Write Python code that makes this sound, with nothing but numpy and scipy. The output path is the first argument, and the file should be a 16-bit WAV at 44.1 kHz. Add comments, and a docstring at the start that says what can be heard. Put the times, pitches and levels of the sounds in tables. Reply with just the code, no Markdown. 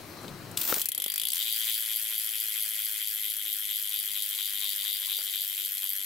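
"""A bicycle wheel spinning free

Over an outdoor hum, a bicycle is lifted with a thin squeak, ticks and dull knocks. The crank is
pushed round, the chain rattles and the hum sinks. Then the rear wheel spins free: the pawls (small
sprung catches in its hub) snap over a ring of 24 teeth and make hub, spokes and frame ring.
Single clicks come first, then a slowing buzz whose pattern repeats each turn."""
import sys
import numpy as np
from scipy import signal
from scipy.fft import rfft, irfft, next_fast_len
from scipy.io import wavfile
from scipy.ndimage import uniform_filter1d

SR = 44100
rng = np.random.default_rng(int(sys.argv[2]) if len(sys.argv) > 2 else 0)


def dump_mix(stems):
    """Bounce the given channels to the path in sys.argv[1] as a 16-bit WAV at rate SR."""
    frames = np.atleast_2d(stems).T  # one column per channel
    limited = np.clip(frames, -1, 1)  # hard clip at full scale
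    pcm = np.round(limited * 32767).astype(np.int16)
    wavfile.write(sys.argv[1], SR, pcm)


N = 266981
TEETH = 24


def amp(db):
    """Turn decibels into a gain."""
    return 10 ** (np.asarray(db) / 20)


def unit(x):
    """Scale a signal to an average power of one."""
    return x / np.sqrt(np.mean(x ** 2) + 1e-20)


def at_pitch(points, hz):
    """Read (Hz, value) points along a log pitch axis."""
    f, values = np.transpose(points)
    return np.interp(np.log(hz + 1), np.log(f + 1), values)


def curves(rows, t):
    """Read each column after the time column at times t."""
    times, *columns = np.transpose(rows)
    return [np.interp(t, times, column) for column in columns]


def filtered(x, response):
    """Filter x by a gain and phase for each frequency."""
    size = 2 * next_fast_len(N // 2 + SR // 4)
    return irfft(rfft(x, size) * response(np.fft.rfftfreq(size, 1 / SR)), size)[..., :N]


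def modes(table):
    """A filter made of modes, the pitches at which an object rings."""
    return lambda f: sum((-1) ** k * amp(db) * 1j * f * width / (hz * hz - f * f + 1j * f * width)
                         for k, (hz, width, db) in enumerate(table))


def place(times, sounds):
    """Add short sounds into one track, each at its own time."""
    at = np.round(times * SR).astype(int)[:, None] + np.arange(sounds.shape[1])
    return np.bincount(at.ravel(), sounds.ravel(), N + SR)[:N]


def pan(db):
    """Two gains that make the left side db louder than the right."""
    return amp(np.array([[db / 2], [-db / 2]]))


# The hum over time. Each row: time in seconds, relative level in dB, extra bass in dB.
HUM_LEVELS = [(0, -49, 6), (.55, -50, 9), (.64, -66, 13), (.79, -61, 7), (.83, -69.5, 9), (.99, -66, 2.5),
              (1.43, -65.5, 0), (2.02, -70, -1.5), (4.9, -69.5, -2.5), (5.6, -71.5, 3.5), (6.05, -70, -4)]
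# Its tone colour. Each row: pitch in Hz, level in dB.
HUM_COLOUR = [(15, -11), (76, -8), (92, -5), (300, -5.5), (600, -5.5), (1500, -7.5), (2400, -13),
              (3700, -15.5), (4050, -10), (4500, -13.5), (7000, -19), (15800, -19.5)]
# Its fuzzy tones. Each row: pitch in Hz, width in Hz, relative level in dB.
HUM_TONES = [(110.4, 12.5, -2), (196.8, 4.5, -1.5), (233.6, 4.8, -2.5), (307, 6.3, 2), (354, 3.8, 4),
             (421, 19, -12), (536, 6.1, -3), (710, 3.9, -6)]
# How alike its two sides are. Each row: pitch in Hz, likeness from 0 to 1.
HUM_LIKENESS = [(60, 0.87), (240, 0.87), (950, 0.72), (3770, 0.52), (15000, 0.5)]
# Its lean to the left. Each row: pitch in Hz, left over right in dB.
HUM_LEAN = [(60, 1.5), (240, 4.5), (950, 6), (3770, 6), (15000, 2.5)]


def outdoor_hum(patchy_db=1.2, tones_db=6, bass_hz=230):
    """Far traffic and machines: patchy noise with a few fuzzy tones."""
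    spectra = signal.stft(rng.standard_normal((2, N)), nperseg=512)[2]
    patches = uniform_filter1d(rng.standard_normal(spectra.shape[1:]), size=6, axis=0)
    patches = uniform_filter1d(patches, size=12, axis=1)
    noise = signal.istft(spectra * amp(patchy_db * unit(patches)), nperseg=512)[1][:, :N]
    spread = lambda f: np.arccos(at_pitch(HUM_LIKENESS, f)) / 2
    colour = lambda f: amp(at_pitch(HUM_COLOUR, f)) * (1 + amp(tones_db) * np.abs(modes(HUM_TONES)(f)))
    mid, side = filtered(noise, lambda f: colour(f) * [np.cos(spread(f)), np.sin(spread(f))])
    hum = filtered(np.array([mid + side, mid - side]),
                   lambda f: amp(at_pitch(HUM_LEAN, f) * [[.5], [-.5]]))
    level_db, bass_db = curves(HUM_LEVELS, np.arange(N) / SR)
    bass = filtered(hum, lambda f: 1 / (1 + (f / bass_hz) ** 4) / (1 + (70 / (f + 1)) ** 8))
    return amp(level_db + 5) * (hum + (amp(bass_db) - 1) * bass) / np.std(hum)


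# A thin squeak. Each row: time in seconds, pitch in Hz, level in dB.
SQUEAK_PATH = [(.05, 11500, -72), (.07, 11900, -56), (.1, 12700, -54), (.14, 12700, -63), (.16, 12600, -82)]


def squeak(waver_hz=150):
    """A faint whistle whose pitch wavers."""
    t = np.arange(N) / SR
    hz, db = curves(SQUEAK_PATH, t)
    waver = waver_hz * unit(uniform_filter1d(rng.standard_normal(N), size=200))
    sounding = (t > SQUEAK_PATH[0][0]) * (t < SQUEAK_PATH[-1][0])
    return pan(3) * amp(db) * sounding * np.sin(2 * np.pi * np.cumsum(hz + waver) / SR)


# Ticks of the drive. Each row: time in seconds, relative level in dB, change to the low ring in dB.
TICKS = [(0.2144, -36, -23), (0.2314, -35, -21), (0.2514, -44, -13), (0.2804, -42, 3), (0.29, -40, -5),
         (0.3104, -45, -11), (0.514, -28, -27), (0.5735, -8.5, -14.5), (0.616, -16.5, -9.5),
         (0.633, -18, -17), (0.6444, -28, -18), (0.678, -26, -10), (0.6944, -26, -5.5), (0.742, -13, -13.5),
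         (0.769, -18, -23), (0.781, -31, -30), (0.796, -15.5, -14.5)]


def metal_ticks():
    """Short bursts ring the steel parts of the drive, some bright, some fuller."""
    times, db, low_db = np.transpose(TICKS)
    starts, t = times - .001, np.arange(1024) / SR
    envelope = (1 - np.exp(-t / 0.00065)) * (amp(-60 * t / 0.016) + 0.18 * amp(-60 * t / 0.11))
    bursts = envelope * rng.standard_normal((2, len(starts), len(t)))
    high = place(starts, amp(db - 5)[:, None] * bursts[0])
    low = place(starts, amp(db + low_db + 7.5)[:, None] * bursts[1])
    high_ring = filtered(high, modes([(7750, 1100, 2), (11200, 2500, 2), (13900, 4100, -3)]))
    low_ring = filtered(low, modes([(2180, 1400, -32), (3730, 1160, 5)]))
    return pan(8.6) * high_ring + pan(6.8) * low_ring


# Dull knocks. Each row: start in seconds, relative level in dB, change to the high ring in dB,
# seconds to fade by 60 dB.
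KNOCKS = [(0.241, -36, -24, 0.047), (0.692, -38.5, -13, 0.11), (0.7237, -16, 3.5, 0.016),
          (0.764, -34, -9, 0.046), (0.976, -49.5, -17, 0.12), (1.059, -36, -15, 0.023),
          (5.183, -52.5, 2, 0.085), (5.209, -58, 18, 0.024)]
# The knocked frame's modes. Each row: pitch in Hz, width in Hz, relative level in dB.
LOW_MODES = [(274, 310, 0.5), (470, 410, 6), (756, 820, -0.5)]
HIGH_MODES = [(960, 2300, -7), (1470, 350, 9.5), (2610, 4200, -8)]


def frame_knocks():
    """Soft blows: each is a dying puff of noise that rings the frame."""
    starts, db, high_db, fade_s = np.transpose(KNOCKS)[..., None]
    t = np.arange(4096) / SR
    envelope = amp(db - 60 * t / fade_s) * (1 - np.exp(-t / 0.0023))
    puffs = envelope * rng.standard_normal((2, len(starts), len(t)))
    low = filtered(place(starts[:, 0], puffs[0]), modes(LOW_MODES))
    high = filtered(place(starts[:, 0], amp(high_db) * puffs[1]), modes(HIGH_MODES))
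    return pan(7.8) * (amp(19) * low + amp(7) * high)


# The running chain. Each row: time in seconds, level in dB.
CHAIN_LEVELS = [(0.565, -60), (0.571, -36), (0.589, -28.5), (0.711, -24.5), (0.811, -29), (0.815, -49),
                (0.85, -31)]
# The tone colour of its links. Each row: pitch in Hz, relative level in dB.
CHAIN_COLOUR = [(120, -36), (200, -21), (310, -11), (393, -16), (526, -16), (1890, -15), (3390, -12.5),
                (10700, -12.5), (14100, -1), (15700, -4)]


def chain(hits_per_s=900, spread_db=5):
    """Rollers drop onto the sprockets as dense, uneven ticks over a hiss."""
    t = np.arange(N) / SR
    level = amp(curves(CHAIN_LEVELS, t)[0]) * (t > CHAIN_LEVELS[0][0]) * (t < CHAIN_LEVELS[-1][0])
    hits = (rng.random(N) < hits_per_s / SR) * amp(spread_db * rng.exponential(size=N))
    swell = np.convolve(hits, np.exp(-np.arange(400) / 70))[:N]
    noise = rng.standard_normal((3, N))
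    rattle = np.sqrt(0.6 + swell) * (noise[0] + 0.87 * noise[1:])
    return pan(4.1) * level * unit(filtered(rattle, lambda f: amp(at_pitch(CHAIN_COLOUR, f))))


# The first single clicks. Each row: start in seconds, then relative levels in dB for pawls,
# toothed ring, spokes, hub shell and frame.
FIRST_CLICKS = [(0.816, -13, -24.5, -39, -24.5, -43), (0.8566, -13, -26, -43, -44, -40.5),
                (0.887, -12.5, -28, -41, -39, -46), (0.918, -15.5, -32, -53, -26, -45),
                (0.948, -17, -30.5, -36, -33, -47), (0.978, -16, -32, -47, -28, -46),
                (1.0002, -18, -32, -48, -26.5, -57), (1.0202, -15, -31, -49, -28.5, -41.5),
                (1.0407, -15.5, -30, -41, -28.5, -46), (1.061, -17, -33, -40, -27, -50),
                (1.0802, -17.5, -37, -37, -30, -44), (1.0998, -17, -40, -28, -28, -44),
                (1.1194, -18, -31, -40, -38, -43), (1.1392, -17, -32, -28, -35, -41),
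                (1.159, -19, -29, -38, -35, -41.5), (1.1786, -15.5, -32, -36, -26, -42),
                (1.1976, -18, -30, -36, -25, -43), (1.2157, -15.5, -32, -43, -27, -45),
                (1.2344, -18, -32, -39, -28.5, -45), (1.2526, -14.5, -36, -44, -24, -62),
                (1.27, -18, -36, -29.5, -26.5, -46), (1.285, -18, -27.5, -35, -39, -46),
                (1.3029, -18, -30.5, -42, -30.5, -63), (1.3194, -23, -27, -38, -38, -49),
                (1.3323, -16, -34, -45, -26.5, -43), (1.3454, -19, -32, -45, -37, -45),
                (1.3567, -18, -30, -35, -35, -46), (1.3678, -18, -30, -43, -29.5, -39.5)]
# For each part in WHEEL_PARTS: which of those five levels it follows, and the dB it adds.
CLICK_FOLLOWS = np.array([4, 4, 4, 3, 3, 2, 1, 0, 0, 0])
CLICK_EXTRA_DB = [-1.5, 0.24, -1.9, -0.78, 1.6, 0.28, 1.7, 1.2, -1, -0.019]
# The crank lags the wheel more and more, then stops. 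Each row: time in seconds, tooth (0 at the stop).
CRANK_LAG = [(1.368, -15), (1.3907, -13), (1.4103, -11), (1.4266, -9), (1.507, 0)]


def passing_teeth(first_gap_s=.0089975, gap_growth_s=2.52e-6):
    """Clicks speed up, then drag slows the wheel. Gives tooth numbers, times and opening levels."""
    lag_s, lag_tooth = np.transpose(CRANK_LAG)
    clicks = np.array(FIRST_CLICKS)
    tooth = np.arange(lag_tooth[0] + 1 - len(clicks), N / SR / first_gap_s).astype(int)
    coasting = lag_s[-1] + first_gap_s * tooth + gap_growth_s * tooth * (tooth - 1) / 2
    times = np.where(tooth < 0, np.interp(tooth, lag_tooth, lag_s), coasting)
    times[:len(clicks)] = clicks[:, 0]
    levels = clicks[:, 1:]
    opening_db = (levels - levels.mean(axis=0))[:, CLICK_FOLLOWS] + CLICK_EXTRA_DB
    heard = times < N / SR
    return tooth[heard], times[heard], opening_db


# How hard each part is shaken round one turn. 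Each row: tooth number, strength in dB.
AXLE_HITS = [(0, -9), (4, -9), (8, -18), (13, 2.5), (16, 0), (19, 10.5), (22, 7.5)]
STAYS_HITS = [(0, -2), (3, -15.5), (4, 3.5), (6, 6), (11, 5.5), (13, 3.5), (16, -3), (17, 3.5), (21, 6.5),
              (23, 0.5)]
FRAME_HITS = [(0, -0.5), (1, -9), (3, 0), (6, 4), (10, -3), (14, 5), (16.5, 1.5), (20, 8), (23, -1.5)]
SHELL_HITS = [(0, -0.5), (3, -0.5), (4, -1), (6.5, -1.5), (9, -7), (10.5, 2.5), (12, 2), (15, 1.5),
              (16, -29), (17, -16), (19, 4.5), (21, 4.5)]
FLANGE_HITS = [(0, 7.5), (3, 5.5), (4, -9), (5, -5.5), (6, -0.5), (9, -8), (11, -7), (12, 3.5), (15, 4),
               (16, -15), (17, -13), (18, 4), (19, 8), (22, 7)]
SPOKE_HITS = [(0, 3), (2, 4), (4, 8.5), (6, 0), (7, -16), (10, -7), (13, -3.5), (15, -0.5), (18, -2.5),
              (21, -8), (22, 4)]
# Teeth struck harder or softer. Each row: tooth number, then dB for ring, pawl, pawl tip and spring.
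UNEVEN_TEETH = [(0, -1, 1, -1, 0), (1, -1, 1, -1, -2.5), (2, 1, 5, 7.5, 4), (3, .5, 2.5, 3.5, 1.5),
                (4, 1, 0, 0, -2), (5, -.5, -2.5, -2, -3), (6, .5, -1, 0, 3), (7, 1.5, -2.5, -3, -3),
                (9, .5, 2.5, 3.5, 2.5), (11, -1, -1.5, 3, 0), (12, 0, 1.5, -3, -1), (13, -1, -6, -6, -1.5),
                (14, -1, 1, -2.5, -2.5), (15, 1, 3, 0, -3), (17, 1, 2, -3, -2.5), (18, .5, -4, -2, 1),
                (21, 0, 0, 3.5, 3.5), (23, -1, -1, 1, 2.5)]


def turn_patterns(uneven_db=0.5):
    """How hard each tooth strikes each part, in dB, the same every turn."""
    steel = -uneven_db * rng.standard_normal((TEETH, 4))
    uneven = np.array(UNEVEN_TEETH)
    steel[uneven[:, 0].astype(int)] = uneven[:, 1:]
    turns = (AXLE_HITS, STAYS_HITS, FRAME_HITS, SHELL_HITS, FLANGE_HITS, SPOKE_HITS)
    return [np.interp(np.arange(TEETH), *np.transpose(turn), period=TEETH)
            for turn in turns] + list(steel.T)


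def part_ring(table, widen=1.4):
    """A filter for one wheel part, which rings only around its own band of pitches."""
    low, high = table[0][0] - table[0][1], table[-1][0] + table[-1][1]
    band = modes([(np.sqrt(low * high), widen * (high - low), 0)])

    def response(f):
        power = sum(np.abs(modes([mode])(f)) ** 2 for mode in table) * np.abs(band(f)) ** 4
        cepstrum = irfft(np.log(power / power.mean() + 1e-12) / 2)
        half = len(cepstrum) // 2
        # Folding makes the ring come after the blow, never before it.
        folded = np.r_[cepstrum[0], 2 * cepstrum[1:half], cepstrum[half], np.zeros(half - 1)]
        return np.exp(rfft(folded))
    return response


def pawl_blows(tooth, table, length_s, alike, new, stereo=0.067):
    """Pawls land not quite together. Gives each tooth's own rough blow, and all blows for each side."""
    t = np.arange(256) / SR
    shape = t / length_s * np.exp(-t / length_s * 2)
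    rough = shape / np.linalg.norm(shape) * rng.standard_normal((TEETH + 2 * len(tooth), len(t)))
    own = np.sqrt(alike) * (t == 0) + np.sqrt(1 - alike) * rough[:TEETH]
    band = np.abs(part_ring(table)(np.fft.rfftfreq(len(t), 1 / SR)))
    own *= np.linalg.norm(band) / np.linalg.norm(band * rfft(own), axis=1, keepdims=True)
    mid, side = rough[TEETH:].reshape(2, len(tooth), -1)
    repeated = np.sqrt(1 - new) * own[tooth % TEETH]
    return own, [repeated + np.sqrt(new) * (mid + way * stereo * side) for way in (1, -1)]


def late_ring(times, gain, fade_s, stereo=2.29):
    """Spokes, rim and walls ring on: noise that each blow feeds and that dies away."""
    keep = amp(-120 / (fade_s * SR))
    power = signal.lfilter([1 - keep], [1, -keep], place(times, gain[:, None] ** 2))
    noise = rng.standard_normal((3, N))
    return np.sqrt(np.abs(power)) * (noise[0] + stereo * noise[1:])


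def turning_ring(shaking, table, trade_db, tooth, times):
    """Neighbouring modes trade strength as the hub turns its faces to the listener."""
    each_turn = uniform_filter1d(rng.standard_normal(TEETH), size=3, mode="wrap")[tooth % TEETH]
    drift = uniform_filter1d(rng.standard_normal(len(times)), size=5)
    share = np.interp(np.arange(N) / SR, times, .5 + .5 * np.tanh(3 * (each_turn + .6 * drift)))
    faces = [[(hz, width, db + way * trade_db * (-1) ** k) for k, (hz, width, db) in enumerate(table)]
             for way in (1, -1)]
    one, other = (filtered(shaking, part_ring(face)) for face in faces)
    return share * one + (1 - share) * other


# The modes of ten parts. Each row: pitch in Hz, width in Hz, relative level in dB.
AXLE_MODES = [(1060, 206, 0)]
STAYS_MODES = [(1430, 214, -5.5), (1735, 260, 2)]  # the thin tubes that hold the wheel
FRAME_MODES = [(2060, 190, 2.5), (2562, 430, 2.5)]
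SHELL_MODES = [(3072, 324, -3), (3250, 400, 2), (3204, 90, 1.5), (3424, 62, 5.5)]  # the hub's casing
FLANGE_MODES = [(3650, 380, 0), (3740, 480, 0), (4040, 140, 0)]  # the lip that holds the spokes
SPOKE_MODES = [(4370, 380, 0), (4690, 130, 14), (4900, 420, -7)]
RING_MODES = [(4150, 310, 5.5), (5200, 570, -3), (6200, 1200, -5), (7260, 280, -4.5), (7850, 760, 3.5),
              (8980, 1000, 1.5), (9370, 430, 0.5)]
PAWL_MODES = [(10060, 720, -4.5), (10770, 170, -1), (11280, 330, 0)]
TIP_MODES = [(11560, 260, 1.5), (11890, 90, 1), (12370, 360, -3.5)]
SPRING_MODES = [(12700, 290, 4.5), (13230, 330, -4.5), (13850, 450, -5.5), (14400, 600, -7),
                (14800, 500, -10.5), (15600, 600, -13)]
WHEEL_PARTS = (AXLE_MODES, STAYS_MODES, FRAME_MODES, SHELL_MODES, FLANGE_MODES,
               SPOKE_MODES, RING_MODES, PAWL_MODES, TIP_MODES, SPRING_MODES)
# How each part is struck. Each row: relative level in dB, weight of body, weight of tilt, blow length # in
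# seconds, seconds to fade by 60 dB, rebound in dB, left over right in dB, delay in seconds, # random scatter in
# dB.
PART_STRIKES = [(-32, 0.5, 0.14, 0.00047, 0.055, -18, 5.5, -0.0011, 5),
                (-20.5, 1.23, -0.48, 0.0018, 0.039, -21, 6.5, .0002, 2),
                (-14, 1.5, -0.55, 0.0024, 0.3, -3, 6, 0.0002, 1.34),
                (-2.5, 2.5, 0.42, 0.003, 0.3, -18, 8, 0.0003, -0.5),
                (-5.5, 4.5, 0.65, 0.0027, 0.24, -13, 7.5, .0004, -0.3),
                (-12.5, 3.5, 0.56, 0.0012, 0.16, -6, 5.5, 0.0001, -1),
                (-5.5, 1.63, 0.39, 0.00049, 0.052, -13.5, 4.5, 0.0002, 1.32),
                (-3, 0, 0.59, 0.0015, 0.076, -34, 4, 0.0001, 1.2),
                (-1.5, 0.7, 0.65, 0.0012, 0.055, -33, 3.5, 0.00005, 1.9),
                (3, 2, 0.41, 0.0016, 0.043, -40, 3, 0.0003, 1)]
# Each part's texture. Each row: share alike for all teeth, share new at each blow, late ring in dB.
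PART_TEXTURES = [(1, 0, -7.5), (0.95, 0.03, -15), (0.93, 0.04, -7.5), (0.95, 0.05, -10),
                 (0.93, 0.06, -12.5), (0.85, 0.2, -5), (0.77, 0.1, -4.5), (0.04, 0.02, -7.5),
                 (0, 0.5, -12.5), (0.5, 0.15, -8)]
# For each part: the change to its late ring during the early clicks, in dB.
EARLY_RING_DB = [-3, 1, 3.5, -2, 1, 0, -1.5, -5, 2, -0.5]
# For each part: how far its modes trade strength, in dB.
MODE_TRADE_DB = [0, 3, 3, 2, 5.5, -1, 2.5, 5.5, 3.5, 8.5]
# The clicks over time. Each row: time in seconds, then relative level, body (fullness) and tilt
# (brightness), all in dB.
CLICK_LEVELS = [(.816, -9, -3.5, 0), (1.36, -10, -2, 1.5), (1.41, -17.5, 1, 2.5), (1.48, -15.5, -1, 0.5),
                (1.6, -12.5, -1, 0.5), (1.9, -12.5, -2.5, -1), (2.9, -11.5, -3, -2), (3.4, -16, -1.5, 0.5),
                (4.2, -15.5, -1.18, -0.5), (4.6, -16.5, 0.17, -1.5), (5.35, -16, -0.8, 0),
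                (5.75, -13.5, -3, 0.5), (6.05, -15, -2, -0.5)]
# The bike sways in the hand, so its parts face us differently. Each row: time in seconds, dB for
# axle, flange, spokes, pawl and pawl tip, then the depth of the turn pattern as a multiplier.
BIKE_SWAY = [(1.5, -8, 0.5, 2.2, 0, -3, 0.95), (2.2, -9, 0, 3, -1.5, 1.5, 0.69),
             (2.9, -18, -0.5, 3, -1, 0.3, 0.63), (3.5, -16, -0.5, -3, -0.2, 4.5, 0.88),
             (4.1, -7, 0.5, 0.5, 0.5, 1.5, 0.82), (4.55, -1, 2, -0.5, 1.5, -0.5, 0.64),
             (5.1, 0, 3, 2.5, 2, 0.7, 0.74), (5.5, -11, 3, .3, -2, 1, 0.64),
             (6.05, -4, -1.5, 1, -3, 4.5, 0.91)]


def freewheel(tooth, times, opening_db, rebound_s=0.0041, settle_teeth=16):
    """Each tooth gives a short blow, much the same every turn, that rings every part of the wheel."""
    early = np.clip(-tooth / settle_teeth - .5, 0, 1)  # falls to 0 as the turn pattern sets in
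    level_db, body_db, tilt_db = curves(CLICK_LEVELS, times)
    axle, flange, spokes, pawl, tip, depth = curves(BIKE_SWAY, times)
    sway_db = (axle, 0, 0, 0, flange, spokes, 0, pawl, tip, 0)
    patterns = turn_patterns()
    wheel = np.zeros((2, N))
    for part, table in enumerate(WHEEL_PARTS):
        db, body, tilt, length_s, fade_s, rebound_db, pan_db, delay_s, scatter_db = PART_STRIKES[part]
        alike, new, late_db = PART_TEXTURES[part]
        own, sides = pawl_blows(tooth, table, length_s, alike, new)
        uneven_db = sway_db[part] + depth * (1 - early) * patterns[part][tooth % TEETH]
        uneven_db += scatter_db * rng.standard_normal(len(times))
        uneven_db[:len(opening_db)] = opening_db[:, part]
        gain = amp(level_db + db + body * body_db + tilt * tilt_db + uneven_db)
        starts = times + delay_s
        blows = np.array([place(starts, gain[:, None] * side) for side in sides])
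        late = late_ring(starts + length_s, gain * amp(EARLY_RING_DB[part] * early), fade_s)
        # The pawl bounces: a fainter second blow follows each click about 4 ms later.
        rebound = place(starts + rebound_s, gain[:, None] * own[(tooth + TEETH // 3) % TEETH])
        shaking = blows + amp(rebound_db) * rebound + amp(late_db) * late
        wheel += pan(pan_db) * turning_ring(shaking, table, MODE_TRADE_DB[part], tooth, times)
    return amp(2) * wheel


# One frame tube's mode: pitch in Hz, width in Hz, level in dB.
TUBE_MODE = (667, 220, 0)
# How hard it is shaken. Each row: time in seconds, relative level in dB.
TUBE_LEVELS = [(1.35, -35), (1.6, -29.5), (2.8, -29), (3.1, -40), (4.3, -38), (4.7, -35), (5.4, -31),
               (6.05, -56)]


def frame_tube(times):
    """A frame tube hums at the multiple of the click rate nearest its own pitch."""
    taps = place(times, amp(curves(TUBE_LEVELS, times)[0])[:, None])
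    return pan(6.2) * amp(5) * filtered(taps, lambda f: modes([TUBE_MODE])(f) ** 2)


def scene():
    """The spinning wheel, the sounds of handling the bike and the outdoor hum, in stereo."""
    tooth, times, opening_db = passing_teeth()
    wheel = freewheel(tooth, times, opening_db) + frame_tube(times)
    return wheel + chain() + metal_ticks() + frame_knocks() + squeak() + outdoor_hum()


def record(dry, edge_hz=15890, top_hz=16800):
    """The highest treble drops 55 dB above edge_hz and is silent above top_hz."""
    edge = lambda f: amp(-55 * (.5 + .5 * np.tanh((f - edge_hz) / 70)))
    return filtered(dry, lambda f: edge(f) * (f < top_hz))


dry = scene()
out = record(dry)
dump_mix(out)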